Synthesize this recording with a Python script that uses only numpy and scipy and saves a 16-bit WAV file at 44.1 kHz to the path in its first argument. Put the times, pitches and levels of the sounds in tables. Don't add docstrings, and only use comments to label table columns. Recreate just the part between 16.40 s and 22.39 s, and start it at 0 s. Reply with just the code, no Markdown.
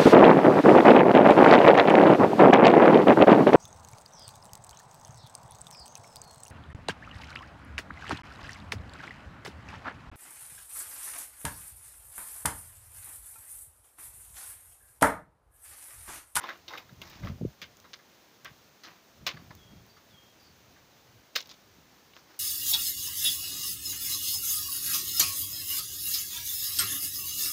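import sys
import numpy as np
from scipy import signal
from scipy.fft import rfft, irfft
from scipy.io import wavfile
from scipy.ndimage import uniform_filter1d

SR = 44100
rng = np.random.default_rng(int(sys.argv[2]) if len(sys.argv) > 2 else 0)


def persist_wave(psi):
    counts = np.round(np.clip(psi, -1, 1) * 32767).astype(np.int16)
    wavfile.write(sys.argv[1], SR, np.atleast_2d(counts).T)


def amplitude_ratio(level_db):
    exponent = np.asarray(level_db, float) / 20
    return 10 ** exponent


N = 264159

# start_s, peak_db, centre_hz, t60_s
CRUNCHES = [(.008, -34.5, 920, 0.13), (.04, -24.5, 900, 0.13), (0.0897, -24.5, 1480, 0.078),
            (.103, -31, 1100, 0.15), (.281, -29, 3530, .07), (.306, -36.5, 875, 0.32),
            (0.336, -29.5, 1250, 0.042), (.348, -32, 1230, 0.096), (0.375, -32.5, 2300, 0.095),
            (.493, -44, 1185, 0.023), (.617, -30, 2400, 0.039), (.701, -43.5, 2500, 0.44),
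            (.833, -38, 1100, 0.056), (0.848, -37, 2500, 0.023), (.872, -31.5, 1500, .025)]
# start_s, peak_db, centre_hz, grit_db, t60_s
BLOWS = [(1.217, -26.5, 1970, -0.5, .11), (1.443, -42, 960, -13, .1), (1.5335, -24.5, 1710, 9.5, 0.052),
         (1.59, -49.5, 1500, -12, 0.089), (2.049, -30.5, 1830, -8, 0.13), (2.436, -30.5, 1260, 9, .17),
         (2.863, -38, 2180, -2, .05), (2.8659, -13.5, 2020, 4, 0.13), (2.969, -39, 1100, -14, 0.047),
         (3.107, -36, 926, -13.5, 0.046), (3.567, -47, 1110, -6, 0.1), (4.362, -50, 1470, -16, 0.13),
         (4.9536, -24.5, 3760, -6, 0.12), (4.96, -8, 1610, 8.5, 0.026), (4.956, -13, 1580, 17.5, 0.093),
         (5.735, -43, 2300, -12, 0.027), (5.7658, -33, 1770, -2, 0.025)]
# start_s, peak_db, t60_s
RATTLE = [(4.97, -23.5, .06), (4.991, -30.5, .08), (5.005, -22, 0.032), (5.013, -34, 0.032),
          (5.025, -31.5, 0.019), (5.058, -34.5, .022), (5.073, -42, 0.022), (5.0927, -32.5, 0.019),
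          (5.098, -33.5, 0.1), (5.114, -28.5, .026), (5.123, -35, 0.015), (5.14, -40, .03)]
# pitch_hz, width_hz, level_db
PAN_WALLS = [(575, 38, 13), (1100, 13.7, 15), (1622, 17, 7.5), (2114, 11, 12), (2880, 190, 0),
             (3660, 91, 14), (3754, 57, 17.5), (2300, 57, -8), (4660, 20, 3), (5170, 38, -6), (3330, 19, 2),
             (6370, 72, 7.5)]
# start_s, peak_db, t60_s
TICKS = [(.0383, -61, .03), (.0902, -53, .04), (0.175, -51, .02), (.284, -49, 0.043), (0.378, -45, 0.048),
         (0.532, -49, .012), (0.6165, -43, 0.032), (.6968, -45.5, 0.065), (0.849, -50, .015),
         (1.216, -44, 0.083), (1.37, -48, .0091), (1.4009, -46, 0.0067), (1.5324, -63, .02),
         (2.0467, -37.5, 0.018), (2.437, -49, .04), (2.8664, -27.5, 0.058), (3.151, -44, .013),
         (3.4645, -54, .012), (4.9584, -27, 0.091), (4.973, -42, .04), (5.003, -55, .03),
         (5.013, -40.5, 0.014), (5.0724, -43, 0.01), (5.093, -51, 0.0097), (5.112, -51, .012),
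         (5.9653, -52, .012)]
# start_s, length_s, level_db, grit_db, fade_db_per_s
DRAGS = [
    (0.019, 0.1, -46, -36, 22),
    (0.297, 0.088, -49, -7, -3),
    (.62, .17, -53, -2, 13),
    (0.836, 0.053, -51, -12, -26),
    (2.445, .13, -52.5, -21, 69),
    (2.902, 0.12, -49, -13, 90),
    (5, 0.048, -61, 1, 60),
    (5.092, 0.029, -58.5, -21, 10),
    (5.757, 0.035, -62.5, 5, 100),
    (5.884, 0.074, -61.5, -5, 10),
]
# crest_s, crest_db, rise_db_per_s, fall_db_per_s
GUSTS = [(.4, -59.5, 25, 20), (.62, -49, 69, 84), (.72, -54, 60, 60), (0.854, -30.5, 300, 162),
         (.905, -31, 150, 260), (.98, -43, 146, 300), (1.075, -37, 200, 520), (1.23, -55, 250, 55),
         (2.108, -58, 99, 180), (2.82, -45.5, 382, 142), (2.95, -46, 550, 132), (3.15, -51, 30, 73),
         (3.34, -47, 110, 80), (3.69, -58, 193, 82), (4.11, -58.5, 100, 160), (4.29, -60.5, 120, 100),
         (4.45, -61.5, 11, 35), (4.77, -55.5, 72, 200), (5.04, -60.5, 500, 75), (5.38, -57.5, 61, 130),
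         (2.29, -63.5, 60, 120), (1.45, -62, 60, 52), (5.72, -64, 62, 36), (2.52, -65, 80, 40),
         (3.88, -61, 90, 26)]
# crest_s, peak_db, pitch_hz
EDDIES = [(.528, -43.5, 163), (1.0137, -32.5, 485), (1.014, -27, 178), (1.022, -28.5, 340),
          (1.032, -24, 153), (1.04, -38, 230), (1.052, -19, 334), (1.058, -24.5, 114), (2.116, -46, 123),
          (2.945, -39, 157), (2.953, -45, 150), (3.024, -42, 212), (3.081, -46.5, 134), (3.106, -43, 125),
          (3.336, -42.5, 217), (5.386, -47.5, 190)]
# pitch_hz, density_db (per Hz)
WIND_COLOUR = [(15, -32), (25, 5), (48, -9.5), (113, -9), (184, -13.5), (330, -26), (537, -33),
               (592, -27.5), (700, -33), (910, -105), (1540, -120)]
# start_s, length_s, pitch_hz, level_db
LOW_NOTES = [
    (3.166, .245, 3280, -62.5),
    (3.706, .225, 3245, -62),
]
# start_s, length_s, pitch_hz, level_db, slur_hz
HIGH_NOTES = [
    (2.94, .05, 4625, -68, 0),
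    (3.48, .1, 4605, -67, 60),
    (3.995, .122, 4580, -70.5, 230),
]
# pitch_hz, density_db (per Hz)
HISS_COLOUR = [(25, -35), (60, -33), (139, -1), (238, 3), (436, 0.5), (696, -0.5), (2190, -6), (6250, -8.5),
               (7200, -14), (8270, -21), (13300, -21), (14800, -7.5), (15400, -12.5)]
# pitch_hz, level_db (rms)
WHINES = [
    (6449, -81),
    (12898, -96),
]
# pitch_hz, width_hz, gain_db
PORT = [
    (8010, 2480, -16.5),
    (10400, 7600, -15.5),
    (14730, 4200, 8.5),
]

CONTACT, WALL_LOSS_HZ = 9, 60
CRUNCH_GRIT_DB, WIRE_HZ, WIRE_GRIT_DB = -16.5, 3900, 9.5
CRUNCH_HOLD, BLOW_HOLD, WIRE_HOLD = .055, 0.098, 0.058
DRAG_RISE_DB_PER_S, DRAG_STOP_DB_PER_S = 802, 313
BREEZE_DB, BREEZE_SWAY_DB = -72.5, 6.5
EDDY_CYCLES = 0.6
LOW_SLUR_HZ, LOW_SLUR_S, HIGH_SLUR_S = 480, .017, .06
SWELL_S, FADE_DB_PER_S, NOTE_EDGE_DB_PER_S = .07, 80, 120
BUZZ_HZ, BUZZ_DEPTH = 210, 1.3
HISS_DB, STEADY_TOP_HZ = -59.5, 15500


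def knocks():
    out, t = np.zeros(N), np.arange(8000) / SR
    rows = contacts()
    bursts = grit((len(rows), len(t)), per_s=4200.0, spread_db=6.5)
    touches_db = rng.normal(0, 3, (len(rows), len(PAN_WALLS)))
    for (s, peak_db, hz, grit_db, hold_s, t60), burst, touch_db in zip(rows, bursts, touches_db):
        fall_db = -60 * np.maximum(t - hold_s, 0) / max(t60, .01)
        force = burst * amplitude_ratio(fall_db)
        force[0] += CONTACT
        lump = rms_one(resonate(resonate(force, hz, 0.9 * hz), hz, 0.9 * hz))
        walls = rms_one(pan_walls(force, hz, touch_db))
        edge = rms_one(bright(force * amplitude_ratio(0.077 * fall_db)))
        hollow = rms_one(resonate(force, 359, 62)) + rms_one(resonate(force, 497, 87))
        sound = lump + amplitude_ratio(-2) * walls - amplitude_ratio(grit_db) * edge + amplitude_ratio(-19.0) * hollow
        add(out, s, amplitude_ratio(peak_db) * sound / np.max(np.abs(sound)))
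    return out


def contacts():
    rows = [(s, db, hz, CRUNCH_GRIT_DB, CRUNCH_HOLD * t60, t60) for s, db, hz, t60 in CRUNCHES]
    rows += [(s, db, hz, grit_db, BLOW_HOLD * t60, t60) for s, db, hz, grit_db, t60 in BLOWS]
    rows += [(s, db, WIRE_HZ, WIRE_GRIT_DB, WIRE_HOLD * t60, t60) for s, db, t60 in RATTLE]
    return sorted(rows)


def pan_walls(force, centre_hz, touch_db):
    out = np.zeros(len(force))
    for k, (mode_hz, width_hz, mode_db) in enumerate(PAN_WALLS):
        distance_db = 7.8 * abs(np.log2(mode_hz / centre_hz))
        ring = resonate(force, mode_hz, width_hz + WALL_LOSS_HZ)
        out += (-1) ** k * amplitude_ratio(mode_db + touch_db[k] - distance_db) * ring
    return out


def grit(shape, per_s, spread_db):
    happens = rng.random(shape) < per_s / SR
    size_db = spread_db * np.minimum(rng.exponential(1, shape), 2.5)
    noise = rng.standard_normal(shape)
    return rms_one(happens * amplitude_ratio(size_db) * np.sign(noise) + 0.021 * noise)


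def bright(x):
    band = signal.butter(2, [2600, 7500], "band", fs=SR, output="sos")
    return resonate(signal.sosfilt(band, x), 4700, 6900)


def drags():
    rub = grit(N, per_s=6000., spread_db=-2.0) * amplitude_ratio(3.0 * drift(52))
    body = rms_one(resonate(rub, 530, 1950))
    edge = rms_one(bright(rub)) + amplitude_ratio(-11) * rms_one(resonate(rub, 11000, 3000))
    hollow = amplitude_ratio(-12) * rms_one(resonate(resonate(rub, 344, 77), 344, 77))
    out, t = np.zeros(N), np.arange(N) / SR
    for s, length, level_db, grit_db, fade in DRAGS:
        stroke_db = level_db - fade * np.clip(t - s, 0, length)
        stroke_db -= DRAG_RISE_DB_PER_S * np.maximum(s - t, 0)
        stroke_db -= DRAG_STOP_DB_PER_S * np.maximum(t - s - length, 0)
        out += amplitude_ratio(stroke_db) * (body + hollow + amplitude_ratio(grit_db) * edge)
    return out


def ticks():
    out, t = np.zeros(N), np.arange(4000) / SR
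    for s, peak_db, t60 in TICKS:
        crack = rng.standard_normal(len(t)) * amplitude_ratio(-60 * t / max(t60, .003))
        top = through_port(resonate(crack, 9650, 4700))
        sound = top + amplitude_ratio(-11.5) * resonate(crack, 5700, 2200)
        add(out, s, amplitude_ratio(peak_db) * sound / np.max(np.abs(top)))
    return out


def wind():
    lumps = coloured(WIND_COLOUR) * amplitude_ratio(1.3 * drift(20.6))
    lumps = lumps / np.sqrt(uniform_filter1d(lumps ** 2, size=3000) + 0.25)
    breeze_db = BREEZE_DB + BREEZE_SWAY_DB * drift(1.3)
    level_db = np.max([tent(*row) for row in GUSTS] + [breeze_db], axis=0)
    out = uniform_filter1d(amplitude_ratio(level_db), size=300) * rms_one(lumps)
    t = np.arange(-1500, 1500) / SR
    for s, peak_db, hz in EDDIES:
        push = np.cos(2 * np.pi * hz * t) * np.exp(-(t * hz / EDDY_CYCLES) ** 2)
        add(out, s + t[0], amplitude_ratio(peak_db) * push)
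    return out


def bird():
    out, t = np.zeros(N), np.arange(N) / SR
    flutter = amplitude_ratio(2.5 * drift(90) + 2.8 * np.sin(2 * np.pi * 26 * t + 1.5 * drift(5)))
    waver = 1 + .005 * drift(150)
    buzz = np.sin(2 * np.pi * BUZZ_HZ * t + 3 * drift(25))
    notes = []
    for row in LOW_NOTES:
        swell_db = tent(row[0] + SWELL_S, 0, NOTE_EDGE_DB_PER_S, FADE_DB_PER_S)
        notes.append((*row, LOW_SLUR_HZ, LOW_SLUR_S, swell_db, 0))
    for row in HIGH_NOTES:
        notes.append((*row, HIGH_SLUR_S, 0, BUZZ_DEPTH * row[4] / 260))
    for s, length, hz, level_db, slur_hz, slur_s, shape_db, depth in notes:
        pitch = waver * (hz + slur_hz * np.exp(-np.maximum(t - s, 0) / slur_s))
        sounding = (t > s) * (t < s + length)
        level = uniform_filter1d(amplitude_ratio(level_db + shape_db) * sounding, size=300)
        tone = np.sqrt(2) * np.sin(2 * np.pi * np.cumsum(pitch) / SR)
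        out += level * flutter * (1 + depth * buzz) * tone
    add(out, .035, amplitude_ratio(-13) * out.copy())
    return out


def hiss():
    t = np.arange(N) / SR
    out = amplitude_ratio(HISS_DB) * coloured(HISS_COLOUR) * amplitude_ratio(0.51 * drift(9.9))
    for hz, level_db in WHINES:
        out += amplitude_ratio(level_db) * np.sqrt(2) * np.sin(2 * np.pi * hz * t)
    return out


def through_port(x):
    for hz, width_hz, gain_db in PORT:
        a, w = amplitude_ratio(gain_db / 2), 2 * np.pi * hz / SR
        q = np.sin(w) * width_hz / hz / 2
        turn = -2 * np.cos(w)
        x = signal.lfilter([1 + q * a, turn, 1 - q * a], [1 + q / a, turn, 1 - q / a], x)
    return x


def rms_one(x):
    return x / np.sqrt(np.mean(x ** 2) + 1e-20)


def coloured(spectrum):
    hz, level_db = np.transpose(spectrum)
    log_hz = np.log(np.arange(N // 2 + 1) * SR / N + 1)
    gain = amplitude_ratio(np.interp(log_hz, np.log(hz), level_db))
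    return rms_one(irfft(rfft(rng.standard_normal(N)) * gain, N))


def drift(rate_hz):
    r = np.exp(-2 * np.pi * rate_hz / SR)
    return rms_one(signal.lfilter([1], [1, -2 * r, r * r], rng.standard_normal(N + SR))[SR:])


def resonate(x, hz, width_hz):
    r = np.exp(-np.pi * width_hz / SR)
    poles = [1, -2 * r * np.cos(2 * np.pi * hz / SR), r * r]
    return signal.lfilter([(1 - r * r) / 2, 0, (r * r - 1) / 2], poles, x)


def tent(crest_s, crest_db, rise_db_per_s, fall_db_per_s):
    t = np.arange(N) / SR - crest_s
    return crest_db + np.minimum(abs(rise_db_per_s) * t, -abs(fall_db_per_s) * t)


def add(out, s, sound):
    at = round(s * SR)
    out[at:at + len(sound)] += sound[:N - at]


def scene():
    top_cut = signal.ellip(8, .5, 60, STEADY_TOP_HZ, fs=SR, output="sos")
    grill = through_port(knocks() + signal.sosfilt(top_cut, drags())) + ticks()
    dull = signal.lfilter([.4], [1, -.6], grill)
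    for delay_s, echo_db in ((.004, -23), (.023, -14.5)):
        add(grill, delay_s, amplitude_ratio(echo_db) * dull)
    low_cut = signal.butter(4, 62, "high", fs=SR, output="sos")
    mix = grill + signal.sosfilt(low_cut, wind()) + bird() + signal.sosfilt(top_cut, hiss())
    return mix[None]


def roll_off(x):
    return signal.sosfilt(signal.butter(12, 16810, fs=SR, output="sos"), x)


def record(dry):
    top_cut = signal.cheby2(10, 60, 16900, fs=SR, output="sos")
    mix = signal.sosfilt(top_cut, dry)
    return roll_off(mix)


dry = scene()
out = record(dry)
persist_wave(out)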